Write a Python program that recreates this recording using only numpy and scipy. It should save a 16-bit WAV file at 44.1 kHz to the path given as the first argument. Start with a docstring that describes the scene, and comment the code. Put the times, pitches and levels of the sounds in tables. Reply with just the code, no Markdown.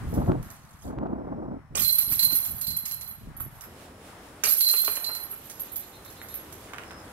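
"""A clearing among trees: two plastic discs strike the steel chains of a basket to the right, one after the other.
Links and hoop ring as sums of decaying modes, contacts rattle as shaped noise, and noise blows excite the discs.
The thrower's steps on gravel are bursts of tiny cracks; a faint bird and an insect are a gliding tone and a narrow band.
Gusts buffet the microphone as puffs of low noise around the first throw; a steadier low noise lies under the second."""
import sys
import numpy as np
from scipy import signal
from scipy.fft import rfft, irfft, next_fast_len
from scipy.io import wavfile
from scipy.ndimage import uniform_filter1d, map_coordinates

SR = 44100
rng = np.random.default_rng(int(sys.argv[2]) if len(sys.argv) > 2 else 0)


def digitize_waveform(pressure):
    """Quantize a signal to 16-bit integers and store it at the path in sys.argv[1].

    Rows of a 2-D input are taken as channels; values are limited to [-1, 1].
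    """
    field = np.atleast_2d(pressure).T
    bounded = np.clip(field, -1, 1)
    quanta = np.round(bounded * 32767).astype(np.int16)
    wavfile.write(sys.argv[1], SR, quanta)


N = 313992

# spectrum of rattling chain contacts: f/Hz, relative density/dB
RATTLE_SPECTRUM = [(500, -36.5), (1200, -3), (2300, -1), (3300, -6), (5000, 1), (8000, 2), (10500, 5.5),
                   (14000, 2), (16000, 3.5)]


def amp(db):
    """Amplitude ratio of a level: 20 dB to a factor of ten."""
    return 10 ** (np.asarray(db) / 20)


def unit(x):
    """Normalisation to an rms of 1."""
    return x / np.sqrt(np.mean(x ** 2) + 1e-20)


def along(points, hz):
    """Interpolation of (f/Hz, value) points on a logarithmic frequency axis."""
    f, v = np.transpose(points)
    return np.interp(np.log(hz + 1), np.log(f + 1), v)


def levels(rows):
    """Level contours: one gain per sample for each dB column, -120 dB outside the rows."""
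    s, *columns = np.transpose(rows)
    t = np.arange(N) / SR
    return [amp(np.interp(t, s, column, left=-120, right=-120)) for column in columns]


def wobble(rate):
    """Slow random modulation: a smooth curve through `rate` random knots a second."""
    knots = rng.standard_normal(int(N * rate / SR) + 4)
    return map_coordinates(knots, [np.arange(N) * rate / SR])


def filtered(x, response):
    """Linear filtering: the spectrum of x times a complex response of frequency."""
    size = x.shape[-1]
    m = next_fast_len(size + SR // 4)
    spectrum = rfft(x, m) * response(np.fft.rfftfreq(m, 1 / SR))
    return irfft(spectrum, m)[..., :size]


def coloured(x, spectrum):
    """Spectral shaping of x, at rms 1."""
    return unit(filtered(x, lambda hz: amp(along(spectrum, hz))))


def steady(x, seconds):
    """Level control: divides x by its running rms, keeping the quicker flicker."""
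    size = max(int(seconds * SR), 8)
    power = uniform_filter1d(uniform_filter1d(x ** 2, size), size)
    return x / np.sqrt(np.abs(power) + 1e-4 * np.mean(x ** 2))


def add(track, s, sound):
    """Superposition: mixes a sound in at time s."""
    part = track[max(round(s * SR), 0):][:len(sound)]
    part += sound[:len(part)]


def spell(start, end, rise_s, fall_s):
    """Exponential relaxation: an envelope that rises at start, holds, and dies away after end."""
    t = np.arange(N) / SR
    rise = 1 - np.exp(-np.maximum(t - start, 0) / rise_s)
    return rise * np.exp(-np.maximum(t - end, 0) / fall_s)


def contacts(rate, scatter_db):
    """Random impacts: impulses at `rate` a second, of either sign and uneven size."""
    hits = rng.random(N) < rate / SR
    return hits * rng.choice([-1, 1], N) * amp(scatter_db * rng.standard_normal(N))


def grains(rate, t60, scatter_db, spectrum):
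    """Granular noise: random impacts, each a decaying burst of coloured noise, held near rms 1."""
    t = np.arange(SR // 10) / SR
    power = signal.fftconvolve(contacts(rate, scatter_db) ** 2, amp(-60 * t / t60) ** 2)[:N]
    noise = np.sqrt(np.abs(power)) * rng.standard_normal(N)
    return steady(coloured(noise, spectrum), 0.23)


def struck(modes, t):
    """Modal synthesis: one blow rings every mode at a new strength and phase."""
    hz, db, t60 = np.transpose(modes)[:, :, None]
    strength, phase = rng.standard_normal((2, len(modes), 1))
    decay = amp(db + 2 * strength - 60 * t / t60)
    return np.sum(decay * np.sin(2 * np.pi * (hz * t + phase)), 0)


def jingle(rate=16, uneven_db=2.1, ring_db=-1.0, chatter_db=-6, click_db=-13, count=30):
    """Repeated impact excitation: swinging links are struck again and again, and the contacts click."""
    # taut, damped links: f/Hz, relative density/dB
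    chatter_spectrum = [(3000, -53), (8500, -50), (9500, 25), (10500, -21), (11650, 30), (12100, 13),
                        (12550, 21), (13100, 1), (13550, 12), (14300, 4), (15100, -11), (16000, -16)]
    # sharp link clicks: f/Hz, relative density/dB
    click_spectrum = [(2000, -30), (5000, -14), (8000, -6.5), (10500, -1), (14300, 3), (16000, -1)]
    t = np.arange(SR // 4) / SR
    ring = sum(signal.oaconvolve(contacts(rate, scatter_db=6), link_ring(t))[:N] for _ in range(count))
    chatter = grains(rate=350, t60=.014, scatter_db=5, spectrum=chatter_spectrum)
    clicks = grains(rate=260, t60=.006, scatter_db=5, spectrum=click_spectrum)
    rattle = grains(rate=380, t60=.018, scatter_db=4, spectrum=RATTLE_SPECTRUM) + clinks()
    ring = amp(ring_db) * steady(ring, 0.06) + amp(chatter_db) * chatter + amp(click_db) * clicks
    sing, scrape = swing()
    return (amp(-0.5) * sing * ring + scrape * rattle) * amp(uneven_db * wobble(25))


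def link_ring(t, damping_spread=0.31):
    """Modal ringing of one steel link; no two are tuned alike, and their neighbours damp them unevenly."""
    # link modes: f/Hz, relative level/dB, nominal t60/s, spread between links as a share of pitch
    modes = [(3400, -31, .1, .04), (4450, -28, .08, .06), (7300, -23, .07, .11), (9500, -13, .08, .018),
             (11635, 0, .19, .004), (12540, -5.5, .19, .0025), (13545, -11, .17, .003),
             (15070, -9, .12, .008)]
    hz, db, t60, spread = np.transpose(modes)[:, :, None]
    detune, strength, phase = np.clip(rng.standard_normal((3, len(modes), 1)), -2, 2)
    life = t60 * np.exp(damping_spread * np.clip(rng.standard_normal(), -2, 1))
    decay = amp(db + 3.1 * strength - 60 * t / life)
    return np.sum(decay * np.sin(2 * np.pi * (hz * (1 + spread * detune) * t + phase)), 0)


def clinks(scatter_db=4, low_hz=3000, high_hz=11500, count=4000):
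    """Glancing contacts between links: brief decaying partials, each at its own pitch."""
    t, t60 = np.arange(SR // 32) / SR, .035
    when, pitch = rng.random((2, count, 1))
    size = amp(scatter_db * rng.standard_normal((count, 1)))
    hz = low_hz + (high_hz - low_hz) * pitch
    pings = size * amp(-60 * t / t60) * np.sin(2 * np.pi * hz * t)
    places = (when * N).astype(int) + np.arange(len(t))
    return steady(np.bincount(places.ravel(), pings.ravel(), N)[:N], .025)


def swing():
    """Energy decay of the chains: a spray on impact, a hold, a fade, and idle swaying."""
    # a disc sets the chains swinging: t/s, link ring level/dB, contact rattle level/dB,
    # time constant of the ring's rise/s, time the disc stays among the links/s, fade/(dB per s)
    throws = [(1.753, -27.5, -43.5, 0.034, 0.45, 29.5), (4.437, -26, -41.5, 0.0048, .36, 42.5)]
    # the chains sway idly: start t/s, end t/s, link ring level/dB, contact rattle level/dB
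    sways = [(0.07, 0.277, -58.5, -66), (.42, 0.899, -70, -67.5), (3.36, 3.65, -59.5, -75),
             (5.427, 6.62, -59.5, -67), (6.624, 7.12, -76, -68.5)]
    spray_db, spray_t60 = 14, 0.22  # extra rattle as the disc ploughs in
    settle_s, settle_db_per_s = 1.44, 140  # then the links stop touching
    rattle_sag_db_per_s = 14.5  # contacts soften as the swing goes on
    sway_edge_s = 0.021
    sing, scrape = np.zeros((2, N))
    t = np.arange(2 * SR) / SR
    for s, ring_db, rattle_db, rise, hold, fade in throws:
        settle_db = -settle_db_per_s * np.maximum(t - settle_s, 0)
        fade_db = settle_db - fade * np.maximum(t - hold, 0)
        add(sing, s, amp(ring_db + fade_db) * (1 - np.exp(-t / rise)))
        spray = amp(spray_db - 60 * t / spray_t60)
        # the rattle fades at half the ring's pace in dB, besides its own sag
        add(scrape, s, amp(rattle_db) * (spray + amp(.5 * fade_db - rattle_sag_db_per_s * t)))
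    for start, end, ring_db, rattle_db in sways:
        sway = spell(start, end, sway_edge_s, sway_edge_s)
        sing, scrape = sing + amp(ring_db) * sway, scrape + amp(rattle_db) * sway
    return sing, scrape


def clashes(spread_s=0.012, rattle_t60=0.2, crack_t60=0.027, ring_db=-12, burst_db=2.0, crack_db=9, count=6):
    """Impact of chain on chain: a noise crack, then a few links set ringing in quick succession."""
    # chains slap together: t/s, relative link level/dB, relative rattle level/dB
    slaps = [(0.1396, -38, -51), (0.4273, -42.5, -55), (0.5027, -40, -52.5), (0.829, -48, -72),
             (1.8211, -20, -34), (1.9227, -17, -59), (1.9841, -13, -34.5), (2.1236, -24, -38),
             (2.1931, -13, -35.5), (2.2272, -9.5, -39), (2.3198, -15.5, -44), (2.3531, -10.5, -38),
             (2.4513, -30, -43.5), (2.613, -20.5, -42.5), (2.6685, -19, -45), (2.7045, -23, -45),
             (2.7658, -18, -45), (2.8553, -25.5, -38), (2.877, -30, -55), (2.912, -22.5, -42),
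             (3.0108, -29.5, -46), (3.0754, -27.5, -59), (3.3665, -32, -72), (3.4005, -22.5, -70),
             (3.6094, -36.5, -47.5), (4.489, -15, -39), (4.5192, -18, -60), (4.6063, -15, -33),
             (4.6865, -25, -35), (4.7624, -14, -44), (4.8448, -18, -36.5), (4.955, -24, -38.5),
             (5.0446, -43, -41), (5.149, -28, -42), (5.2278, -28.5, -76), (5.3091, -26.5, -75.5),
             (5.4994, -45, -45.5), (5.5967, -23, -53), (5.7175, -28, -69), (5.7584, -22, -44.5),
             (6.0496, -41, -52), (6.1015, -43, -56), (6.223, -36.5, -60), (6.2857, -35.5, -51.5),
             (6.3412, -24.5, -53), (6.525, -39, -50)]
    t = np.arange(SR // 3) / SR
    ring, burst, crack = np.zeros((3, N))
    for s, link_db, rattle_db in slaps:
        slap = np.zeros(len(t))
        for k in range(count):
            delay = spread_s * (k + rng.random()) / count * (k > 0)  # the first link rings at once
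            add(slap, delay, amp(-1.2 * k) * link_ring(t))
        add(ring, s, amp(link_db + ring_db) * slap / np.std(slap[:SR // 32]))
        add(burst, s, amp(rattle_db + burst_db - 60 * t / rattle_t60))
        add(crack, s, amp(rattle_db + crack_db - 60 * t / crack_t60))
    rattle = grains(rate=600, t60=.007, scatter_db=3, spectrum=RATTLE_SPECTRUM)
    return ring + burst * rattle + crack * coloured(rng.standard_normal(N), RATTLE_SPECTRUM)


def hoop(chatter_t60=0.1, ring_db=-1.5, chatter_db=-4, spread_hz=150, choke_s=.012):
    """Modal ringing of the hoop that gathers the chains: each blow chokes the last; links chatter on it."""
    # hoop modes: f/Hz, relative level/dB, t60/s
    modes = [(4141, 1, 0.5), (4120, -1, 0.4), (4340, -1, 0.052), (4650, -11.5, 0.29), (4980, -15, 0.12),
             (7600, -14, 0.18)]
    # blows on the hoop: t/s, relative level/dB
    blows = [(1.822, -38), (1.845, -31.5), (1.889, -29.5), (1.985, -37), (2.08, -40.5), (2.192, -26.5),
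             (2.228, -28), (2.319, -35.5), (2.615, -41), (2.668, -32.5), (2.706, -34.5), (2.89, -45.5),
             (3.018, -49.5), (4.47, -38), (4.521, -38.5), (4.606, -24.5), (4.645, -27), (4.688, -27.5),
             (4.763, -30.5), (4.847, -33.5), (5.042, -29), (5.147, -41.5)]
    t, out, shaking = np.arange(SR * 2 // 3) / SR, np.zeros(N), np.zeros(N)
    gaps = np.diff([s for s, _ in blows], append=N / SR)
    for (s, db), gap in zip(blows, gaps):
        free = (1 - np.exp(-t / 0.0017)) * np.exp(-np.maximum(t - gap, 0) / choke_s)
        add(out, s, amp(db + ring_db) * struck(modes, t) * free)
        add(shaking, s, amp(db + chatter_db - 60 * t / chatter_t60) * free)
    main_hz = modes[0][0]

    def resonance(f):
        loss = 1j * f * spread_hz
        return loss / (main_hz ** 2 - f * f + loss)

    taps = filtered(contacts(400, scatter_db=4), resonance)
    tremble = amp(2.5 * wobble(90))
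    return out * tremble + shaking * steady(taps, 0.03)


def tray():
    """Modal ringing of the tray's wires: light pings."""
    # a chain taps a wire of the tray: t/s, relative level/dB
    taps = [(0.504, -68), (0.82, -55.5), (2.779, -58), (2.853, -49), (3.111, -58), (5.497, -46),
            (6.524, -60)]
    # wire modes: f/Hz, relative level/dB, t60/s
    modes = [(3140, -5.5, 0.023), (3320, -3, 0.06), (5950, -8, 0.091), (6600, -8, 0.29), (6400, -14, 0.15),
             (9310, 2, 0.15)]
    t, out = np.arange(SR // 3) / SR, np.zeros(N)
    for s, db in taps:
        add(out, s, amp(db) * struck(modes, t))
    return out


def knocks(chatter_t60=0.12, blow_t60=0.0033, blow_db=7, split_hz=1500):
    """Forced resonance, plastic on steel: a sharp blow and a brief chatter drive the disc and the basket."""
    # a disc strikes chains, pole or tray: t/s, relative thud level/dB, relative clack level/dB
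    strikes = [(1.75, -25.5, -37), (1.773, -28, -37.5), (2.118, -36.5, -43.5), (2.306, -37, -47),
               (4.436, -25, -24), (4.463, -25.5, -55), (4.548, -35, -59), (4.736, -29.5, -37),
               (4.837, -35, -57), (4.878, -24, -36.5), (4.968, -29.5, -40), (5.091, -28.5, -47),
               (5.329, -33.5, -59)]
    # resonances of disc and basket: f/Hz, width/Hz, relative level/dB
    resonances = [(321, 71, -7), (429, 17, 2.5), (592, 120, -1), (900, 720, -5), (1336, 235, 3),
                  (2040, 370, 0.5), (2120, 160, 2.5), (2400, 86, -1), (2920, 270, -3.5), (3600, 490, -14.5)]
    t, push = np.arange(SR // 4) / SR, np.zeros((2, N))
    shape = amp(-60 * t / chatter_t60) + amp(blow_db - 60 * t / blow_t60)
    for s, thud_db, clack_db in strikes:
        add(push[0], s, amp(thud_db - 10.5) * shape)
        add(push[1], s, amp(clack_db - 2.5) * shape)

    def body(f):
        modes = 0
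        for k, (centre, width, db) in enumerate(resonances):
            loss = 1j * f * width
            modes = modes + (-1) ** k * amp(db) * loss / (centre * centre - f * f + loss)
        low = 1 / (1 + (f / split_hz) ** 4)
        halves = modes * np.array([low, 1 - low])  # thud below, clack above
        return halves / np.sqrt(np.mean(np.abs(halves) ** 2, 1, keepdims=True))

    return filtered(push * rng.standard_normal((2, N)), body).sum(0)


def steps(t60=0.11):
    """Granular friction: each footfall crunches a few stones."""
    # shoes on gravel: t/s, relative level/dB
    footfalls = [(3.398, -41), (3.628, -35), (6.06, -43), (6.216, -31.5), (6.339, -37), (6.685, -39),
                 (6.73, -28.5), (6.782, -31), (6.833, -34.5), (6.908, -34), (7.077, -47)]
    # crunch of stones: f/Hz, relative density/dB
    gravel_spectrum = [(200, -25), (700, -2.5), (1400, 8), (2400, -1), (4500, -13.5), (15000, -20)]
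    t, press = np.arange(SR // 4) / SR, np.zeros(N)
    for s, db in footfalls:
        add(press, s, amp(db - 6.5 - 60 * t / t60) * (1 - np.exp(-t / 0.00056)))
    return press * grains(rate=490, t60=0.0048, scatter_db=5, spectrum=gravel_spectrum)


def from_right(x):
    """Interaural differences: sound from the basket's side reaches the left port later and weaker."""
    # level difference: f/Hz, left minus right/dB
    side = [(300, 0), (700, -3), (2000, -8), (4100, -11), (7000, -8), (12000, -9.5)]
    # phase difference: f/Hz, lag of the left/rad
    lag = [(500, 0), (2000, 1.3), (4100, 2.4), (7000, 3.1), (12000, 4.2), (15000, 5.1)]

    def ports(hz):
        left = amp(along(side, hz)) * np.exp(-1j * along(lag, hz))
        return np.array([left, np.ones_like(left)]) * 2 / np.abs(1 + left)

    return filtered(x, ports)


def trees(x, size=8192):
    """Diffuse scattering by ground and trees: a short noise tail, different in each ear and in each block."""
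    # decay of the tail: f/Hz, t60/s
    decay = [(300, 0.073), (3000, 0.47), (12000, 0.2)]
    out, fade = np.zeros((2, N)), signal.get_window("hann", size)
    for start in range(0, N, size // 2):
        hz, t, z = signal.stft(rng.standard_normal((2, SR // 4)), SR, nperseg=256)
        fading = amp(-60 * t / along(decay, hz)[:, None])
        tail = signal.istft(z * fading, SR, nperseg=256)[1]
        piece = x[start:start + size]
        piece = piece * fade[:len(piece)]
        for ear, echo in zip(out, tail):
            add(ear, start / SR, signal.fftconvolve(piece, echo / np.linalg.norm(echo)))
    return out


def bird(length=0.083, top_hz=4160, rise=0.055, second_voice=.895, quaver=0.013, count=6):
    """Frequency modulation: an arched, quavering note over a weaker second voice; the phrase swells and ebbs."""
    start_s, gap_s = 5.672, .1212
    peak_s, peak_db, fall_db_per_s = 6.12, -53.5, 13  # loudest moment, fall to either side
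    u, out = np.linspace(0, 1, int(length * SR)), np.zeros(N)
    shake = 1 + quaver * wobble(260)
    for s in start_s + gap_s * np.arange(count):
        arch = 1 - rise * (1 - np.sin(2.0 * u))
        pitch = top_hz * arch * shake[round(s * SR):][:len(u)]
        phase = 2 * np.pi * np.cumsum(pitch) / SR
        voices = np.sin(phase) + amp(-4.0) * np.sin(second_voice * phase)
        add(out, s, amp(peak_db - fall_db_per_s * abs(s - peak_s)) * np.sin(np.pi * u) * voices)
    return out


def insect(width_hz=240, edge_s=0.02):
    """Narrow-band noise: the thin, fuzzy trill of a distant insect."""
    # trills: start t/s, end t/s, centre f/Hz, level/dB
    trills = [(1.153, 3.6, 5420, -83), (3.647, 4.4, 5250, -71), (6.837, 7.01, 5200, -58.5)]
    out = np.zeros((2, N))
    for start, end, centre_hz, db in trills:
        noise = rng.standard_normal((2, N))
        buzz = filtered(noise, lambda hz: np.exp(-((hz - centre_hz) / width_hz) ** 2))
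        out += amp(db) * spell(start, end, edge_s, edge_s) * unit(buzz)
    return out


def wind(rumble_lag=1.0, flutter_lag=1.67):
    """Turbulent pressure: eddies sweep across the two ports, reaching the right one first; lags in rad."""
    # spectra of the slow and the quick eddies: f/Hz, relative density/dB
    rumble_spectrum = [(20, 3.5), (50, 0.5), (125, 3), (200, -4.5), (350, -15.5), (800, -38.5), (2000, -82)]
    flutter_spectrum = [(60, -40), (170, 0.5), (260, 6), (420, -4.5), (680, -5.5), (1000, -13.5),
                        (1500, -26), (2500, -53.5), (8000, -64)]
    rumble, flutter = gusts()

    def eddies(spectrum, lag, own_db):
        lumps = amp(4 * wobble(110))  # turbulence comes in quick puffs
        shared = steady(coloured(lumps * rng.standard_normal(N), spectrum), 0.11)
        ports = np.array([[-1], [1]])
        pair = filtered(shared, lambda hz: np.exp(.5j * lag * ports * np.tanh(hz / 150)))
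        return pair + amp(own_db) * coloured(rng.standard_normal((2, N)), spectrum)

    gusty = flutter ** 2 / (flutter ** 2 + amp(-46.5) ** 2)  # weak gusts flutter less
    low = amp(0.5) * rumble * eddies(rumble_spectrum, rumble_lag, -8)
    return low + amp(6.0) * flutter * gusty * eddies(flutter_spectrum, flutter_lag, -10)


def gusts():
    """Power addition of gusts: rumble and flutter rise, hold and drop back to the lull."""
    # gusts on the microphone: start t/s, length/s, relative rumble level/dB, relative flutter level/dB
    rows = [(0.0, 0.4, -32, -49.5), (0.123, 0.091, -26, -34), (0.263, 0.041, -26, -29),
            (0.835, 0.15, -39, -41), (0.989, 0.12, -51, -37), (1.004, 0.548, -43, -40),
            (1.697, 0.13, -41.5, -48), (2.065, 0.069, -41.5, -47.5), (2.22, 0.034, -42, -47),
            (2.299, 0.032, -47, -44), (2.474, 0.075, -44, -52), (2.661, 0.06, -42.5, -51.5),
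            (3.203, 0.11, -41.5, -52.5), (3.374, .1, -43, -51.5)]
    rise_s, fall_s = 0.01, 0.047
    lull_db, lull_end_s = -52.5, 3.65  # rumble between gusts; when it dies away
    rumble, flutter = amp(lull_db) * spell(0, lull_end_s, rise_s, fall_s), np.zeros(N)
    for s, length, rumble_db, flutter_db in rows:
        shape = spell(s, s + length, rise_s, fall_s)
        rumble = np.hypot(rumble, amp(rumble_db) * shape)
        flutter = np.hypot(flutter, amp(flutter_db) * shape)
    return rumble, flutter


def pops(width=0.0051):
    """Transient pressure: a sharp eddy pushes the diaphragm and lets it swing back; width in s."""
    # single eddies on the microphone: t/s, relative level/dB
    puffs = [(.187, -29), (.262, -25), (.285, -25), (.319, -14.5), (.987, -21), (1.036, -39), (1.071, -32),
             (1.529, -48), (3.465, -33)]
    u, out = np.arange(SR // 40) / SR / width, np.zeros(N)
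    for s, db in puffs:
        add(out, s, amp(db) * (1 - u) * np.exp(-u))
    return filtered(out, lambda hz: 1 / (1 + 1j * hz / 2200) ** 2)


def air():
    """Broadband noise: a murmur of leaves, a treble hiss, and a low breeze heard throughout the second throw."""
    # levels of murmur, hiss and breeze, which rise and dip as heard: t/s, relative level/dB
    murmur_level = [(0, -48.5), (.6, -56.5), (1.65, -62.5), (2.3, -54), (3.2, -58.5), (3.8, -55.5),
                    (4.4, -54), (4.65, -63), (5.05, -49.5), (5.45, -57), (6.3, -54), (7.12, -51)]
    hiss_level = [(0, -63), (.85, -71.5), (1.0, -86), (1.72, -80), (1.9, -60.5), (3.25, -67.5), (3.6, -66),
                  (3.7, -61), (7.12, -61)]
    breeze_level = [(3.66, -53), (4.48, -54.5), (4.54, -63.5), (4.84, -64), (4.88, -55), (4.93, -59),
                    (7.09, -50.5), (7.12, -52)]
    # their spectra: f/Hz, relative density/dB
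    murmur_spectrum = [(100, -38), (400, -8), (750, 4), (1300, 3.5), (2000, -2.5), (3500, -23.5),
                       (8000, -35)]
    hiss_spectrum = [(1000, 8.5), (3000, 8.5), (5300, 2.5), (7000, 3), (10000, 4.5), (15500, -4)]
    breeze_spectrum = [(20, -3), (80, 3.5), (150, -1), (330, -0.5), (550, -3.5), (900, -10.5),
                       (2000, -42.5)]
    (murmur,), (hiss,), (breeze,) = map(levels, (murmur_level, hiss_level, breeze_level))
    leaves = murmur * amp(1.55 * wobble(9.9)) * rush(murmur_spectrum, side_db=4.0)
    fizz = hiss * amp(7.0 + 1.7 * wobble(12)) * rush(hiss_spectrum, side_db=-3.5)
    return leaves + fizz + amp(4.0) * breeze * rush(breeze_spectrum)


def rush(spectrum, side_db=0):
    """Partial coherence: stereo noise, nearly mono in the bass; side_db is left minus right."""
    # coherence of the air: f/Hz, left-right likeness
    alike = [(100, 1), (500, 0.91), (1500, 0.29), (4000, 0)]

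    def mid_side(hz):
        turn = np.arccos(np.clip(along(alike, hz), -1, 1)) / 2
        return amp(along(spectrum, hz)) * np.array([np.cos(turn), np.sin(turn)])

    mid, side = filtered(rng.standard_normal((2, N)), mid_side)
    return unit(np.array([mid + side, mid - side])) * amp([[side_db / 2], [-side_db / 2]])


def scene():
    """Superposition: basket and footsteps on the right, bird in the middle, insect, wind and air across both."""
    clatter = jingle() + clashes() + tray() + knocks() + steps()
    ring, song = hoop(), bird()
    echo = trees(clatter + amp(-3) * ring + song) * amp([[-5], [-2]])
    basket = amp(-2) * from_right(clatter + ring)
    return basket + echo + song + insect() + wind() + pops() + air()


def record(dry):
    """Band limiting: the deepest bass falls away below 36 Hz, and a very steep edge ends the treble."""
    top_hz = 15780

    def band(hz):
        high_pass = hz ** 2 / np.sqrt(hz ** 4 + 36 ** 4)
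        return high_pass / (1 + (hz / top_hz) ** 400)

    return filtered(dry, band)


dry = scene()
out = record(dry)
digitize_waveform(out)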